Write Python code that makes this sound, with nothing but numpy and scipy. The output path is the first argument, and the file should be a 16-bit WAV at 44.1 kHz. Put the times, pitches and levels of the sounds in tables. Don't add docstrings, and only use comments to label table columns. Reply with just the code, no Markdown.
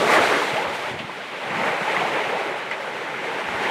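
import sys
import numpy as np
from scipy import signal
from scipy.fft import rfft, irfft, next_fast_len
from scipy.io import wavfile
from scipy.ndimage import uniform_filter1d, map_coordinates

SR = 44100
rng = np.random.default_rng(int(sys.argv[2]) if len(sys.argv) > 2 else 0)


def voltage_ratio(decibels):
    exponent = np.asarray(decibels, float) / 20
    return 10 ** exponent


def output_pcm(signal):
    pcm = np.clip(np.atleast_2d(signal).T, -1, 1) * 32767
    wavfile.write(sys.argv[1], SR, np.round(pcm).astype(np.int16))


N = 163170

# (time [s], roar of large bubbles [dB], fizz of small foam [dB], spray hiss [dB])
WASH_LEVELS = [(0, -25, -34, -30.5), (.04, -37.5, -34, -34.5), (.12, -24.5, -20.5, -27),
               (.21, -24.5, -24.5, -30.5), (.42, -34, -29, -34), (.65, -32.5, -33, -41),
               (.76, -35, -35, -38), (.9, -39, -36.5, -45.5), (1.06, -46, -40.5, -50.5),
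               (1.3, -43.5, -41, -48.5), (1.5, -35.5, -32, -45), (1.67, -27.5, -27.5, -39.5),
               (1.78, -32.5, -30.5, -42), (1.92, -28.5, -30.5, -41), (2.13, -29.5, -28.5, -41),
               (2.44, -30.5, -31.5, -44), (2.68, -41, -36, -49), (2.8, -36.5, -37, -46.5),
               (3.18, -44.5, -33, -47), (3.26, -36, -32, -44.5), (3.56, -37, -32, -43),
               (3.66, -31.5, -27, -41.5), (3.7, -34, -31, -41)]
# (time [s], rumble of the hull [dB], deep rumble of the wind [dB])
RUMBLE_LEVELS = [(0.0, -30, -52), (0.18, -40, -44), (0.4, -44.5, -50.5), (0.69, -40.5, -57),
                 (0.82, -47, -58), (0.96, -44, -42), (1.23, -49, -82), (1.48, -43.5, -70), (1.53, -32, -60),
                 (1.76, -40, -58), (1.81, -51, -74), (1.94, -38, -52.5), (2.8, -50, -68),
                 (2.97, -41.5, -56), (3.04, -47, -82), (3.15, -44.5, -72), (3.36, -42, -58),
                 (3.43, -44, -77), (3.48, -45.5, -46), (3.7, -37, -76)]
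# (time [s], low gurgle [dB], middling bubbles [dB])
GURGLE_LEVELS = [(0.0, -29, -26), (0.03, -23.5, -28.5), (0.15, -31.5, -21.5), (0.19, -23.5, -25),
                 (0.28, -33, -30), (0.33, -25, -23), (0.57, -40.5, -37.5), (0.86, -44, -37.5),
                 (0.95, -42, -43), (0.97, -48, -42.5), (1.29, -44.5, -43.5), (1.62, -42, -33),
                 (2.44, -36, -39.5), (2.64, -45.5, -38.5), (3.36, -36.5, -38), (3.44, -44, -35.5),
                 (3.66, -35, -33.5), (3.68, -40, -36)]
# (time [s], hollow band in the roar [dB], finest foam [dB])
COLOUR_LEVELS = [(0, -40, -31.5), (.1, -44, -31), (.19, -32, -29.5), (.55, -36, -32.5), (.59, -29, -37),
                 (.65, -35, -35.5), (.92, -38, -39.5), (.96, -43, -44.5), (1.29, -50, -40),
                 (1.68, -28, -35.5), (1.73, -41, -37.5), (2.04, -36, -33), (2.6, -40, -40.5),
                 (3.04, -40.5, -42), (3.64, -36, -37), (3.7, -27, -33)]
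# (frequency [Hz], relative density [dB per Hz])
WATER_SPECTRUM = [(15, -71), (25, -47.5), (140, -6.5), (193, -4.5), (274, -6.5), (445, -2), (648, -3.5),
                  (722, -5.5), (848, -4), (997, -6), (1530, -6), (1710, -7.5), (2060, -5.5), (4040, -21),
                  (4870, -28), (9050, -36), (15500, -50.5)]
# (frequency [Hz], relative density [dB per Hz])
HOLLOW_SPECTRUM = [(500, -55), (740, -16.5), (800, 2), (860, 2.5), (930, -0.5), (1000, -10), (1500, -73)]
# (frequency [Hz], relative density [dB per Hz])
SEA_SPECTRUM = [(180, -63), (300, -4.5), (601, -11), (659, -26), (1720, -5.5), (2600, -18), (2950, 2),
                (4140, -9), (12000, -32), (15600, -64), (22000, -120)]
SPLIT_HZ = [110, 300, 490, 1000, 1700, 2600, 4200]
# (time [s], level [dB], starting pitch [Hz])
SINGLE_BUBBLES = [(.025, -21.5, 405), (.067, -16, 662), (.092, -14, 2030), (.131, -12, 1130),
                  (0.204, -22, 483), (.316, -15, 557), (.345, -23, 513), (.557, -15.5, 619),
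                  (.578, -13, 817), (.9885, -29, 2750), (1.095, -23, 970), (1.202, -27.5, 660),
                  (1.457, -29, 770), (1.615, -17.5, 800), (1.661, -20.5, 659), (1.878, -15, 833),
                  (1.918, -24, 513), (1.965, -11, 1990), (2.015, -16, 717), (2.328, -19.5, 522),
                  (3.142, -19, 1350)]
# (time [s], level [dB], decay by 60 dB [s], centre [Hz])
DROP_BURSTS = [(.565, -33, .12, 2900), (.635, -33, .15, 2500), (.885, -35, .12, 2500),
               (1.2, -38, 0.15, 1700), (0.9885, -32, 0.12, 2800), (2.716, -28, 0.11, 2150)]
# (frequency [multiple of its centre], relative density [dB per Hz])
DROP_SPECTRUM = [(.3, -40), (.6, -9), (.9, 0), (1.1, -2), (1.6, -14), (2.3, -32), (2.8, -27), (3.2, -40),
                 (5, -70)]
# (time of the middle [s], level [dB], pitch [Hz], Gaussian half-length at 1/e [s])
WIND_THUMPS = [(0.129, -27.5, 200, .008), (0.538, -27, 151, 0.0056), (0.686, -40, 90, .012),
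               (0.914, -23, 200, 0.0018), (.9375, -26, 260, .0015), (.9465, -20, 230, 0.0017),
               (.9665, -28, 190, .002), (1.006, -29, 150, .003), (1.0315, -34, 200, .002),
               (1.0475, -30, 150, .005), (1.58, -37, 170, 0.015), (1.82, -30, 178, 0.0077),
               (3.49, -41, 81.4, 0.012), (3.548, -33.5, 109, .007)]
# (frequency [Hz], relative density [dB per Hz])
THUMP_SPECTRUM = [(15, -56), (25, -26), (43, -15), (90, -18), (226, 11), (450, -11), (580, -33),
                  (990, -120)]
# (frequency [Hz], relative level [dB], decay by 60 dB [s])
FITTING_MODES = [(900, -8, .012), (2060, 0, .013), (4300, -24, .008), (5250, -20, .012), (7800, -23, .012)]

PATCH_DB, SURGE_DB = .75, .45
BUBBLE_SHARE, SPREAD_DB = .38, 1.5
PITCH_RISE, SINGLE_CYCLES = .1, 14
SEA_DB, TURBULENCE_DB = -48, -13
BURST_RISE_S, BURST_HOLD_S = .0015, .012
TICK_S, TICK_DB = 2.7127, -10
MIC_LOW_HZ = 30


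def unit(x):
    return x / np.sqrt(np.mean(x ** 2) + 1e-20)


def white():
    return rng.standard_normal(N)


def coloured(x, spectrum, share=lambda hz: 1):
    size = next_fast_len(N + 8192)
    hz = np.fft.rfftfreq(size, 1 / SR) + 1
    points_hz, points_db = np.transpose(spectrum)
    gain = voltage_ratio(np.interp(np.log(hz), np.log(points_hz), points_db))
    return unit(irfft(rfft(x, size) * gain * share(hz), size)[:N])


def water_band(x, band):
    edges = np.r_[1e-6, SPLIT_HZ, np.inf]
    below = lambda hz, edge: 1 / (1 + (hz / edge) ** 6)
    share = lambda hz: np.sqrt(below(hz, edges[band + 1]) - below(hz, edges[band]))
    return coloured(x, WATER_SPECTRUM, share)


def curves(rows):
    time, *columns = np.transpose(rows)
    return [np.interp(np.arange(N) / SR, time, column) for column in columns]


def wobble(rate):
    knots = rng.standard_normal(int(N * rate / SR) + 4)
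    return map_coordinates(knots, [np.arange(N) * rate / SR])


def patchy():
    grid = signal.stft(rng.standard_normal(N + 512), nperseg=512)[2]
    field = uniform_filter1d(rng.standard_normal(grid.shape), size=6, axis=0)
    field = uniform_filter1d(field, size=8, axis=1)
    return unit(signal.istft(grid * voltage_ratio(PATCH_DB * unit(field)), nperseg=512)[1][:N])


def bubbles(start_s, size, hz, cycles, count):
    periods = np.arange(count) / SR * hz[:, None]
    life = periods / cycles
    envelope = size[:, None] * np.exp(-2 * life) * (1 - np.exp(-2 * periods))
    ring = envelope * np.sin(2 * np.pi * periods * (1 + PITCH_RISE * life / 2))
    ring = ring * (life < 3)
    at = np.round(start_s * SR).astype(int)[:, None] + np.arange(count)
    return np.bincount(at.ravel(), ring.ravel(), N + count)[:N]


def foam(number, lo_hz, hi_hz, cycles, count):
    when, pitch, luck = rng.random((number, 3)).T
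    hz = lo_hz + (hi_hz - lo_hz) * pitch
    size = voltage_ratio(-SPREAD_DB * np.log(1 - luck)) * np.sqrt(hz)
    return patchy() + BUBBLE_SHARE * unit(bubbles(when * N / SR, size, hz, cycles, count))


def rumble():
    hull_db, wind_db = curves(RUMBLE_LEVELS)
    lumps_db = 1.1 * wobble(9)
    wind_rumble = voltage_ratio(wind_db + 0.33 * lumps_db) * water_band(white(), 0)
    return wind_rumble + voltage_ratio(hull_db + lumps_db) * water_band(patchy(), 1)


def wash():
    roar_db, fizz_db, spray_db = curves(WASH_LEVELS)
    gurgle_db, middling_db = curves(GURGLE_LEVELS)
    hollow_db, fine_db = curves(COLOUR_LEVELS)
    surge_db = SURGE_DB * (wobble(7.27) + wobble(30.36))
    flicker_db = 0.71 * wobble(31.78)
    large = foam(4900, 250.3, 2003, cycles=13.3, count=1000)
    small = foam(5000, 1297, 3280, cycles=10.6, count=700)
    fine = foam(5000, 2006, 5610, cycles=8.2, count=350)
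    spray = foam(20000, 3140, 15200, cycles=8, count=120)
    out = voltage_ratio(gurgle_db + surge_db / 2) * water_band(large, 2)
    out += voltage_ratio(roar_db + surge_db / 2) * water_band(large, 3)
    out += voltage_ratio(hollow_db + surge_db / 2) * coloured(white(), HOLLOW_SPECTRUM)
    out += voltage_ratio(middling_db + surge_db) * water_band(large, 4)
    out += voltage_ratio(fizz_db + surge_db) * water_band(small, 5)
    out += voltage_ratio(fine_db + surge_db) * water_band(fine, 6)
    return out + voltage_ratio(spray_db + surge_db + flicker_db) * water_band(spray, 7)


def far_sea():
    return voltage_ratio(SEA_DB) * coloured(white(), SEA_SPECTRUM)


def single_bubbles():
    start_s, db, hz = np.transpose(SINGLE_BUBBLES)
    return bubbles(start_s, voltage_ratio(db), hz, SINGLE_CYCLES, count=3500)


def wind():
    t, out = np.arange(N) / SR, np.zeros(N)
    turbulence = voltage_ratio(TURBULENCE_DB) * coloured(white(), THUMP_SPECTRUM)
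    for middle_s, db, hz, length in WIND_THUMPS:
        u = t - middle_s
        balance = np.exp(-(np.pi * hz * length) ** 2)
        suck = np.exp(-(u / length) ** 2) * (balance - np.cos(2 * np.pi * hz * u))
        lump = np.exp(-(u / (4 * length)) ** 2)
        out += voltage_ratio(db) * (lump * turbulence + suck)
    return out


def drop_bursts():
    t, out = np.arange(N) / SR, np.zeros(N)
    for start_s, db, t60, hz in DROP_BURSTS:
        u = t - start_s
        rise = np.clip(u / BURST_RISE_S, 0, 1)
        fall = voltage_ratio(db - 60 * np.clip(u - BURST_HOLD_S, 0, 1) / t60)
        out += rise * fall * coloured(patchy(), np.multiply(DROP_SPECTRUM, [hz, 1]))
    return out


def tick():
    out, t = np.zeros(N), np.arange(2000) / SR
    ring = sum(voltage_ratio(db - 60 * t / t60) * np.sin(2 * np.pi * hz * t) for hz, db, t60 in FITTING_MODES)
    soft_start = 1 - np.exp(-t / .0007)
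    out[round(TICK_S * SR):][:len(t)] = voltage_ratio(TICK_DB) * ring * soft_start
    return out


def scene():
    water = rumble() + wash() + far_sea() + single_bubbles()
    return (water + wind() + drop_bursts() + tick())[None]


def roll_off(x):
    return signal.sosfilt(signal.butter(12, 15650, fs=SR, output="sos"), x)


def record(dry):
    cut = signal.butter(2, MIC_LOW_HZ, "high", fs=SR, output="sos")
    mix = signal.sosfilt(cut, dry)
    return roll_off(mix)


dry = scene()
out = record(dry)
output_pcm(out)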